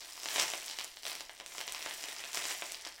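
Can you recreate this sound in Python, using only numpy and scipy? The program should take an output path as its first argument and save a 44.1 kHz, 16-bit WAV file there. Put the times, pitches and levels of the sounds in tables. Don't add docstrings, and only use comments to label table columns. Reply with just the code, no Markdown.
import sys
import numpy as np
from scipy import signal
from scipy.fft import rfft, irfft
from scipy.io import wavfile

SR = 44100
rng = np.random.default_rng(int(sys.argv[2]) if len(sys.argv) > 2 else 0)


def transcribe(signal):
    frames = np.atleast_2d(signal).T
    limited = np.clip(frames, -1, 1)
    pcm = np.round(limited * 32767).astype(np.int16)
    wavfile.write(sys.argv[1], SR, pcm)


N = 132300
SPOTS = 7


def undb(db):
    return 10 ** (np.asarray(db) / 20)


def unit(x):
    return x / np.sqrt(np.sum(x ** 2) + 1e-18)


def fade(t, t60):
    return np.exp(-np.log(1000) * t / t60)


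def noise(kind, hz, shape):
    return signal.sosfilt(signal.butter(2, hz, kind, fs=SR, output="sos"), rng.standard_normal(shape))


def colour(x, points, size=8192):
    hz, db = np.array(points, float).T
    grid = np.maximum(np.fft.rfftfreq(size, 1 / SR), 1)
    gain = undb(np.interp(np.log(grid), np.log(hz), db))
    cepstrum = irfft(np.log(gain))
    cepstrum[1:size // 2] *= 2
    cepstrum[size // 2 + 1:] = 0
    return signal.fftconvolve(x, irfft(np.exp(rfft(cepstrum))))[:len(x)]


def place(pulses, start, spot):
    index = start[:, None] + np.arange(pulses.shape[1])
    slots = spot[:, None] * N + index % N
    tracks = np.bincount(slots.ravel(), (pulses * (index < N)).ravel(), SPOTS * N)
    return tracks.reshape(SPOTS, N)


def room_tone(hum_hz=92.6):
    # f/Hz, relative level/dB
    air_spectrum = [(48, 11.5), (68, -3), (170, -5.5), (400, 4), (2000, -22), (16000, -34)]
    air = unit(colour(rng.standard_normal(N), air_spectrum)) * np.sqrt(N)
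    hum = np.sqrt(2) * np.sin(2 * np.pi * hum_hz * np.arange(N) / SR)
    return undb(-72) * air + undb(-85) * hum


def kitchen(split_hz=5000, echoes_per_s=700):
    # f/Hz, level/dB
    pan_modes = [(884, -22), (1014, -22), (2020, -29), (2120, -31), (2518, -32), (2660, -33), (3133, -33),
                 (5135, -31)]
    t = np.arange(SR // 2) / SR
    late = t > .003
    response = undb(-8.5) * unit(noise("low", split_hz, len(t)) * late * fade(t, t60=.4))
    response += undb(-11.5) * unit(noise("high", split_hz, len(t)) * late * fade(t, t60=.6))
    echoes = rng.standard_normal(len(t)) * (rng.random(len(t)) < echoes_per_s / SR)
    response += undb(-9) * unit(echoes * late * fade(t, t60=.06))
    for hz, db in pan_modes:
        response += undb(db) * unit(np.cos(2 * np.pi * (hz * t + rng.random())) * fade(t, t60=.2))
    response[0] += 1
    return response


def leaves_and_tray(size=256):
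    # delay/ms, gain
    mirrors = [(0.37, 0.3), (0.95, 0.28)]
    t = np.arange(size) / SR
    response = undb(-6.5) * unit(rng.standard_normal(size) * fade(t, t60=.006) * (t > 0))
    stretch = 1 + .12 * (2 * rng.random() - 1)
    for ms, gain in mirrors:
        response += gain * np.sinc((t - stretch * ms / 1000) * SR)
    response[0] += 1
    return response


def wandering_treble(x):
    centres = [4530, 6900]
    # t/s, lower band level/dB, upper band level/dB
    moves = [(.1, 2.5, 1), (.45, -2.5, 5.5), (.72, 0.5, 2.5), (1.12, 1, -2), (1.5, -2, 3), (1.95, -2.5, 0),
             (2.45, -2, 5), (2.95, 2.5, 1)]
    when, *levels = np.array(moves).T
    for hz, db in zip(centres, levels):
        band = signal.lfilter(*signal.iirpeak(hz, Q=4.5, fs=SR), x)
        gain = undb(np.interp(np.arange(N) / SR, when, db))
        x = x + (gain - 1) * band
    return x


def burst(hz, q, rise_cycles, size=160):
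    cycles = np.minimum(hz, SR / 2 - 1000)[:, None] * np.arange(size) / SR
    attack = 1 - np.exp(-cycles / rise_cycles)
    swing = np.sin(2 * np.pi * cycles) * np.exp(-np.pi * cycles / q) * attack
    return swing / np.linalg.norm(swing, axis=1, keepdims=True)


def swarm(level_db, per_s, centre_hz, spread_db, q=1.4, octaves=.77):
    usual_db, rate_share = -47, .36
    rate = per_s * undb(level_db - usual_db) ** (2 * rate_share)
    sizes = undb(spread_db * np.minimum(rng.standard_normal(N), 2)) * rng.choice([-1, 1], N)
    sizes *= undb(level_db) * np.sqrt(SR / rate / np.mean(sizes ** 2))
    hz = centre_hz * 2 ** (octaves * (2 * rng.random(N) - 1))
    spot = rng.integers(SPOTS, size=N)
    start = np.flatnonzero(rng.random(N) < rate / SR)
    return place(sizes[start, None] * burst(hz[start], q, rise_cycles=.2), start, spot[start])


def sizzle():
    # t/s, crackle drive level/dB, fizz drive level/dB
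    boil = [(0, -53, -50.5), (0.2, -54, -49), (0.347, -34.5, -37.5), (0.418, -35, -38), (0.469, -46.5, -44),
            (0.529, -47, -45.5), (0.582, -49, -46), (0.71, -52.0, -46), (0.75, -49.5, -48.5),
            (0.808, -50, -48.5), (0.902, -63, -54.5), (1.019, -63, -55), (1.071, -42, -40.5),
            (1.149, -48, -47), (1.25, -58, -55), (1.38, -64, -56), (1.45, -66, -53), (1.52, -52, -49.5),
            (1.6, -60, -42.5), (1.65, -55.5, -50), (1.868, -41, -44), (1.97, -50.5, -47),
            (2.099, -45, -45.5), (2.308, -48, -50.0), (2.356, -41, -38), (2.42, -43, -43.5),
            (2.503, -42, -38), (2.57, -49, -46.5), (2.73, -51, -47.5), (2.83, -55, -55.5),
            (2.869, -47, -51), (2.941, -61, -58.5), (3.0, -48.5, -56.5)]
    t = np.arange(N) / SR
    when, *levels = np.array(boil).T
    crackle_db, fizz_db = (np.interp(t, when, db) for db in levels)
    crackle = swarm(crackle_db, per_s=500, centre_hz=3020, spread_db=6)
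    spits = swarm(crackle_db, per_s=85, centre_hz=3600, spread_db=2.5)
    bubbles = swarm(crackle_db, per_s=110, centre_hz=2000, spread_db=2.5, q=5, octaves=.3)
    fizz = swarm(fizz_db, per_s=1200, centre_hz=6870, spread_db=6.5)
    steam = undb(fizz_db - 13) * noise("high", hz=4000, shape=(SPOTS, N)) / np.sqrt(SPOTS)
    pooling = undb(-14 + 2.5 * t)
    return undb(-7.5) * crackle + undb(-4.5) * spits + pooling * bubbles + undb(-3.5) * fizz + steam


def pops():
    # t/s, level/dB, f/Hz, Q (under 1 a thud, over 2 a ringing tick)
    drops = [(0.1774, -21, 2300, 0.8), (0.2334, -18.0, 5900, 1.3), (0.258, -10, 3200, 0.7),
             (0.2869, -13.5, 3500, 1.3), (0.3602, -4.5, 2700, 0.9), (0.3828, -7.5, 2300, 0.9),
             (0.3967, -7, 3900, 0.8), (0.3989, -5.5, 5100, 0.8), (0.4218, -8.5, 4100, 1.0),
             (0.4364, -10.0, 2700, 0.6), (0.4803, -14.5, 4300, 0.6), (0.5019, -12.5, 5100, 0.6),
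             (0.5366, -9, 2500, 1.0), (0.5538, -21.0, 9000, 0.8), (0.6619, -21.0, 9000, 1.7),
             (0.6814, -16.0, 4100, 2.2), (0.6984, -14.5, 3700, 2.2), (0.712, -17.0, 4300, 1.0),
             (0.7876, -9, 3500, 1.3), (0.7957, -17.5, 4300, 2.2), (0.806, -18.0, 3000, 1.7),
             (0.8113, -17.5, 3700, 0.6), (0.8401, -22.0, 8500, 1.3), (0.8451, -16.5, 7300, 1.3),
             (0.9709, -21.0, 3700, 1.0), (1.0334, -18.5, 4300, 1.0), (1.0534, -14.0, 3900, 1.3),
             (1.0663, -13.0, 3900, 0.6), (1.1174, -16.0, 3300, 0.8), (1.1531, -16, 4600, 1.0),
             (1.2075, -14, 4300, 0.8), (1.2954, -19, 2200, 0.7), (1.4006, -16, 3000, 0.9),
             (1.4095, -21.0, 2300, 0.6), (1.4623, -19.0, 5300, 0.6), (1.5509, -21.5, 1300, 0.6),
             (1.5823, -13, 3300, 0.8), (1.6052, -14.0, 3000, 1.3), (1.6131, -13.0, 3500, 0.6),
             (1.6786, -11.0, 3700, 1.0), (1.6859, -18.0, 4100, 1.7), (1.7225, -14.5, 9000, 1.3),
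             (1.7479, -12.5, 3300, 1.0), (1.8259, -17.5, 3900, 1.7), (1.8621, -10.5, 2100, 0.6),
             (1.9104, -15.5, 3500, 1.3), (2.0398, -12, 4100, 0.8), (2.0858, -16.0, 4100, 1.3),
             (2.2393, -16.5, 2800, 0.8), (2.3468, -11.5, 4600, 0.6), (2.373, -8.5, 3200, 0.6),
             (2.4542, -11.0, 3500, 0.8), (2.5089, -13.0, 4100, 0.8), (2.5126, -14.5, 2700, 2.2),
             (2.6225, -9.5, 2100, 1.2), (2.7204, -16.0, 8500, 1.0), (2.7459, -16.0, 3700, 2.2),
             (2.8508, -15.5, 4100, 2.2), (2.8661, -16.5, 2200, 0.6)]
    when, db, hz, q = np.array(drops).T
    pulses = undb(db)[:, None] * burst(hz, q[:, None], rise_cycles=.25)
    return place(pulses, (when * SR).astype(int), np.arange(len(when)) % SPOTS)


def scene():
    # f/Hz, level/dB
    burst_eq = [(60, -36.5), (160, -16), (235, -20), (300, -7.5), (430, -5), (520, -3.5), (680, 3),
                (950, -4), (1300, -3.5), (1600, 0.5), (2100, -5), (3500, -2.5), (4600, -1), (5400, -2),
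                (8000, -1), (9500, 0.5), (11000, -4), (13800, -1.5), (15400, -2)]
    heard = np.zeros(N)
    for track in sizzle() + pops():
        paths = signal.fftconvolve(leaves_and_tray(), kitchen())
        heard += signal.fftconvolve(track, paths)[:N]
    return (wandering_treble(colour(heard, burst_eq)) + room_tone())[None]


def record(dry):
    top_hz = 15850
    return signal.sosfilt(signal.ellip(10, .2, 80, top_hz, fs=SR, output="sos"), dry)


dry = scene()
out = record(dry)
transcribe(out)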